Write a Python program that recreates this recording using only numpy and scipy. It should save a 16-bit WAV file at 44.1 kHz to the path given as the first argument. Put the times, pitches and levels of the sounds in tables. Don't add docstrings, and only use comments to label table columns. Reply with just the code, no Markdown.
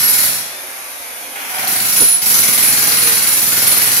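import sys
import numpy as np
from scipy import signal
from scipy.fft import rfft, irfft
from scipy.io import wavfile
from scipy.ndimage import uniform_filter1d

SR = 44100
rng = np.random.default_rng(int(sys.argv[2]) if len(sys.argv) > 2 else 0)


def amp(db):
    return 10 ** (np.asarray(db, float) / 20)


def write(x):
    x = np.atleast_2d(x).T
    wavfile.write(sys.argv[1], SR, np.round(np.clip(x, -1, 1) * 32767).astype(np.int16))


N = 176400

# [f/Hz, t60/s]
ROOM_DECAY = [(100, 0.56), (500, 0.85), (2000, 1), (6000, 0.77), (12000, 0.43), (16000, 0.18)]
# [f/Hz, correlation]
PORT_LIKENESS = [(60, 0.34), (130, 0.88), (290, 0.78), (640, 0.43), (1410, -0.14), (3100, 0.029),
                 (6820, 0.025), (15000, 0.071)]
# [f/Hz, phase/rad]
DIRECT_LEAD = [(0, -3.5), (600, 0.7), (950, -0.5), (2500, -6), (4480, -4.5), (5340, -4.5), (5680, -2),
               (6370, 0.8), (7490, 1.5), (9990, 1.5), (10400, 2), (12200, 1.3), (13400, 3), (15300, 10.5)]
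# [f/Hz, level/dB]
PORT_LEAN = [(60, -3), (92, 4), (140, -3.5), (210, 0), (330, -0.5), (500, 2), (770, -0.5), (1170, 0.0),
             (1790, -0.5), (2740, 1.0), (4190, 5.5), (6410, 6.5), (9810, -3.5), (15000, -3.5)]
# [f/Hz, level/dB per Hz]
MOTOR_SPECTRUM = [(15, -60), (25, -33), (60, -23.5), (180, -24.5), (260, -14), (430, -13.5), (570, -5.5),
                  (800, -6.5), (1050, -9), (1300, -7.5), (1650, -5), (1900, -7.5), (2300, -3.5),
                  (2800, -10.5), (4100, -14), (6400, -12), (8000, -20), (8800, -12.5), (9400, -7),
                  (11900, -5.5), (13300, -13.5), (15600, -27), (16500, -40)]
# [t/s, f/Hz, level/dB]
WHINE_GLIDE = [(0, 3100, -64), (.36, 3260, -56), (.46, 3370, -50), (.56, 3540, -49), (.7, 3720, -54),
               (.88, 3875, -53), (.96, 3800, -53), (1.08, 3540, -51), (1.2, 3350, -53), (1.37, 3140, -55),
               (1.6, 3000, -64)]
# [start t/s, length/s, f/Hz, width/Hz, level/dB]
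FRAME_BUZZES = [(1.42, 0.36, 755, 60, -37), (1.27, .14, 780, 60, -45), (2.72, 0.4, 464, 10, -41),
                (1.05, 0.5, 260, 44, -53), (1.5, .15, 610, 27, -47)]
# [t/s, level/dB, centre f/Hz, spread/s]
NEAR_KNOCKS = [(2.022, -12.5, 310, 0.016), (2.019, -21, 760, .01), (2.024, -22, 140, .016),
               (2.042, -25, 450, .008), (1.01, -51, 61, .012), (3.035, -39, 66, .012)]
# [t/s, blows counted so far]
PISTON_SPELLS = [
    [(-.019, 0), (.031, 1), (.330, 7), (.43, 9)],
    [(1.356, 0), (1.673, 7), (1.845, 11), (1.961, 14), (2.003, 15), (2.125, 18)],
    [(2.218, 0), (2.340, 3), (2.430, 5), (2.527, 7), (2.870, 14), (3.318, 23), (3.965, 36)],
]
# [t/s, steel level/dB, tile level/dB, slab level/dB]
BLOW_STRENGTH = [
    [(0.0, -26, -31, -39.5), (0.052, -24, -28.5, -40), (0.236, -23, -28.5, -39.5), (0.368, -35, -45, -52),
     (0.424, -51, -59, -53), (0.43, -61, -60, -66)],
    [(1.356, -41.5, -30, -61), (1.43, -41, -33.5, -66), (1.478, -38.5, -31, -53),
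     (1.574, -29, -25.5, -44.5), (1.6, -36, -28.5, -34), (1.64, -30, -26, -45)],
    [(1.673, -24, -26.5, -39.5), (1.739, -27.5, -28, -41.5), (1.923, -24, -32, -40.5),
     (1.979, -21.5, -22.5, -41), (2.019, -24.5, -38, -39), (2.125, -33, -49, -66)],
    [(2.22, -24.5, -27.5, -41.5), (2.238, -22, -28, -38.5), (2.314, -22, -26.5, -35.5),
     (3.068, -22, -24.5, -35.5), (3.086, -20, -19, -40), (3.1, -18, -18, -39)],
    [(3.12, -23.5, -33, -39), (3.148, -24, -26, -40), (3.396, -23.5, -30.5, -38.5),
     (3.538, -23, -25, -35.5), (3.794, -22.5, -25, -36.5), (4.0, -22.5, -30, -41)],
]
# [f/Hz, level/dB per Hz]
SLAB_SPECTRUM = [(15, -58), (25, -39), (70, -15.5), (108, -3), (210, 2), (348, -2), (430, -12), (460, 0.5),
                 (600, -10), (780, -15), (1320, -120)]
# [f/Hz, width/Hz, level/dB]
SLAB_MODES = [(120, 4.9, 3), (221, 12, -3.5)]
# [f/Hz, level/dB per Hz]
TILE_SPECTRUM = [(180, -71), (300, -21), (429, -1), (463, -24), (575, -2.5), (1770, 6), (2250, 2.5),
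                 (3440, -1.5), (4000, -18), (5200, -32), (8800, -120)]
# [f/Hz, width/Hz, level/dB]
TILE_MODES = [(1464, 140, -13), (2200, 400, -7.5)]
# [start t/s, length/s, f/Hz, level/dB, t/s when both ports are in step]
SINGING_MODES = [(0.029, .11, 11385, -12.5, 0.075), (1.965, .04, 10300, -15, 1.98),
                 (2.003, 0.16, 10300, -10.5, 2.01), (2.497, 0.11, 10250, -22, 2.55),
                 (2.65, .12, 10260, -19, 2.7), (3.02, 0.13, 10290, -19, 3.06)]
# [f/Hz, level/dB per Hz]
CLANG_SPECTRUM = [(1470, -55), (2500, -10.5), (3420, -9.5), (4150, -5.5), (6030, -7), (6560, -10.5),
                  (7140, -1.5), (7650, -12.5), (8780, -9), (10200, -1), (11800, 0.5), (13300, -3.5),
                  (14400, -3.5), (15600, -7.5)]
CHISEL_MODES_HZ = [4150, 4775, 5548, 6040, 7110, 8030, 9340, 9830, 10300, 10520, 11395, 11890, 12700, 14480]
# [width/Hz, level/dB]
CHISEL_MODES = [(220, -9), (90, -13), (110, -8.5), (92, -9.5), (240, -15), (160, -9), (120, -5), (66, -3.5),
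                (130, -0.5), (120, -4), (70, -5.5), (160, -2.5), (80, -8), (170, -9)]

STEEL_DECAY_S = 0.0067


def evened(x):
    return x / np.sqrt(np.mean(x ** 2) + 1e-20)


def read(points, hz):
    f, value = np.transpose(points)
    return np.interp(np.log(hz + 1), np.log(f + 1), value)


def column(table, index, t):
    rows = np.array(table, float)
    return np.interp(t, rows[:, 0], rows[:, index])


def colour(x, points):
    gain = amp(read(points, np.fft.rfftfreq(len(x), 1 / SR)))
    return irfft(rfft(x) * gain, len(x))


def resonate(x, hz, width):
    turn = np.exp(2j * np.pi * np.cumsum(hz * np.ones(len(x))) / SR)
    r = np.exp(-np.pi * width / SR)
    return 2 * (turn * signal.lfilter([1 - r], [1, -r], x / turn)).real


def noise():
    return rng.standard_normal(N)


def smooth_noise(size):
    return evened(uniform_filter1d(uniform_filter1d(noise(), size), size))


def tail():
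    hz, t, z = signal.stft(rng.choice([-1., 1.], (2, SR // 2 + SR // 4)), SR, nperseg=512)
    same = np.clip(read(PORT_LIKENESS, hz), -1, 1)[:, None]
    z = np.array([z[0], same * z[0] + np.sqrt(1 - same ** 2) * z[1]])
    z = z * amp(-60 * t / read(ROOM_DECAY, hz)[:, None])
    z = z / np.sqrt((abs(z) ** 2).sum(-1, keepdims=True))
    taps = signal.istft(z, SR, nperseg=512)[1]
    return taps / np.sqrt((taps ** 2).sum() / 2)


def room(x):
    shift_s, gap_s, direct_db = .2, .004, -7.5
    hop, gap = int(shift_s * SR), int(gap_s * SR)
    padded = np.r_[x[2 * hop:0:-1], x, np.zeros(2 * hop)]
    window = np.sin(np.pi * np.arange(2 * hop) / (2 * hop))
    wet = np.zeros((2, len(padded) + 2 * SR))
    for at in range(0, N + 2 * hop, hop):
        piece = signal.fftconvolve((padded[at:at + 2 * hop] * window)[None], tail(), axes=1)
        wet[:, at + gap:at + gap + piece.shape[1]] += piece
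    lead = np.exp(1j * read(DIRECT_LEAD, np.fft.rfftfreq(N, 1 / SR)))
    direct = np.array([irfft(rfft(x) * lead, N), x])
    return (wet[:, 2 * hop:2 * hop + N] + amp(direct_db) * direct) / np.sqrt(1 + amp(2 * direct_db))


def motor():
    level_db, flutter_db = -31, 0.42
    return amp(level_db + flutter_db * smooth_noise(700)) * evened(colour(noise(), MOTOR_SPECTRUM))


def whine():
    waver_hz, flicker_db = 25., 3.
    t = np.arange(N) / SR
    drift, flicker = (evened(uniform_filter1d(noise(), 900)) for _ in "ab")
    hz = column(WHINE_GLIDE, index=1, t=t) + waver_hz * drift
    tone = np.sqrt(2) * np.sin(2 * np.pi * np.cumsum(hz) / SR)
    return amp(column(WHINE_GLIDE, index=2, t=t) + flicker_db * flicker) * tone


def buzzes():
    t, out = np.arange(N) / SR, np.zeros(N)
    for start, length, hz, width, db in FRAME_BUZZES:
        progress = np.clip((t - start) / length, 0, 1)
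        swell = np.sin(np.pi * progress ** 1.4) ** .6
        band = resonate(resonate(noise(), hz, width), hz, 3 * width)
        out += amp(db) * swell * evened(band)
    return out


def knocks():
    t, out = np.arange(N) / SR, np.zeros((2, N))
    for s, db, hz, spread in NEAR_KNOCKS:
        push = np.exp(-(2.2 * hz * (t - s)) ** 2) * np.cos(2 * np.pi * hz * (t - s))
        a, b = (evened(resonate(resonate(noise(), hz, 0.6 * hz), hz, 5.9 * hz)) for _ in "ab")
        flurry = np.array([a + 0.67 * b, a - 1.0 * b]) * np.exp(-np.abs(t - s) / spread)
        out += amp(db) * (push + 0.32 * flurry)
    return out


def blow_times():
    times = []
    for spell in PISTON_SPELLS:
        seconds, count = np.transpose(spell)
        times.append(np.interp(np.arange(spell[-1][1] + 1), count, seconds))
    return np.concatenate(times)


def strength(times, index):
    scatter_db = 0.58
    return column(np.concatenate(BLOW_STRENGTH), index, times) + scatter_db * rng.standard_normal(len(times))


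def impulses(times, height):
    train = np.zeros(N)
    train[np.maximum((times * SR).astype(int), 0)] = height
    return train


def stroke(times, decay_s, db):
    rise_s, chatter_db, chatter_s = 0.0022, -21.5, .055
    t = np.arange(int(.12 * SR)) / SR
    chatter = amp(chatter_db) * (t < chatter_s)
    shape = (np.exp(-t / decay_s) + chatter) * (1 - np.exp(-t / rise_s))
    train = impulses(times, amp(2 * db))
    power = signal.oaconvolve(train, shape ** 2 / np.sum(shape ** 2) * SR / 20)[:N]
    return np.sqrt(np.abs(power))


def slab(times):
    push_share, decay_s, late_s, tail_db = .7, 0.031, 0.012, -1.5
    db = strength(times, index=3)
    raw = noise()
    scale = np.std(colour(raw, SLAB_SPECTRUM))
    push = impulses(times, amp(db) * np.sqrt(SR / 20))
    push = colour(np.roll(push, int(late_s * SR)), SLAB_SPECTRUM) / scale
    push = push + sum(amp(g) * resonate(push, hz, width) for hz, width, g in SLAB_MODES)
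    rumble = colour(raw * stroke(times, decay_s, db), SLAB_SPECTRUM) / scale
    push = push + amp(tail_db) * signal.fftconvolve(push[None], tail(), axes=1)[:, :N]
    return np.sqrt(push_share) * push, np.sqrt(1 - push_share) * rumble


def tile(times):
    chips_per_s, chips_db, chip_spread_db, decay_s = 360, -13, 3.6, 0.007
    db = strength(times, index=2)
    chip_level = amp(chip_spread_db * np.minimum(rng.exponential(1, N), 4))
    chips = (rng.random(N) < chips_per_s / SR) * chip_level * noise()
    drive = noise() + amp(chips_db) * evened(chips)
    rings = sum(amp(g) * evened(resonate(drive, hz, width)) for hz, width, g in TILE_MODES)
    crack = evened(colour(drive, TILE_SPECTRUM))
    return evened(crack + rings) * stroke(times, decay_s, db)


def singing(times):
    rise_s, fade_s, waver_hz, split_hz = .006, .04, 10., 8.5
    throb_db, throb_s = 3., 1 / 24
    t, out = np.arange(N) / SR, np.zeros((2, N))
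    since = t - times[np.maximum(np.searchsorted(times, t) - 1, 0)]
    throb = amp(-throb_db * uniform_filter1d(np.clip(since / throb_s, 0, 1), 150))
    drift = waver_hz * smooth_noise(600)
    for start, length, hz, db, step in SINGING_MODES:
        swell = np.clip((t - start) / rise_s, 0, 1)
        swell = swell * np.exp(-np.maximum(t - start - length, 0) / fade_s)
        split = np.outer([.5, -.5], split_hz * (t - step))
        phase = 2 * np.pi * (np.cumsum(hz + drift) / SR + split)
        out += np.sqrt(2) * amp(db) * swell * throb * np.sin(phase)
    return out


def ticks(times):
    hz, width_hz, level_db, scatter_db = 4350, 450, 9, 4
    db = strength(times, index=1) + level_db + scatter_db * rng.standard_normal(len(times))
    kick = impulses(times, amp(db) * SR / (2 * np.pi * width_hz))
    return np.outer([1, .5], resonate(kick, hz, width_hz))


def chisel(times):
    clang_db, modes_db, scatter_db = 5, -2, 2.5
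    db = strength(times, index=1)
    out = amp(clang_db) * evened(colour(noise(), CLANG_SPECTRUM)) * stroke(times, STEEL_DECAY_S, db)
    uneven = scatter_db * rng.standard_normal((len(times), len(CHISEL_MODES)))
    for k, (hz, (width, mode_db)) in enumerate(zip(CHISEL_MODES_HZ, CHISEL_MODES)):
        drive = noise() * stroke(times, STEEL_DECAY_S, db + uneven[:, k])
        ring = resonate(drive, hz, width) * np.sqrt(SR / (np.pi * width))
        out += amp(mode_db + modes_db) * ring
    return out


def scene():
    room_db, song_wet_db, whine_wet_db, buzz_direct_db = 3.0, -14, -3, -3
    times = blow_times()
    hum, gears, song = buzzes(), whine(), singing(times)
    push, rumble = slab(times)
    machine = motor() + amp(whine_wet_db) * gears + hum + rumble + tile(times)
    machine += amp(song_wet_db) * song[0] + chisel(times)
    direct = gears + amp(buzz_direct_db) * hum
    return amp(room_db) * room(machine) + direct + knocks() + push + song + ticks(times)


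def band_limit(x):
    return signal.sosfilt(signal.butter(12, 15750, fs=SR, output="sos"), x)


def record(dry):
    edge_hz = 15760
    hz = np.fft.rfftfreq(N, 1 / SR)
    lean = amp(np.outer([.5, -.5], read(PORT_LEAN, hz))) * (hz < edge_hz)
    mix = np.clip(irfft(rfft(dry) * lean, N), -1, 1)
    return band_limit(mix)


dry = scene()
out = record(dry)
write(out)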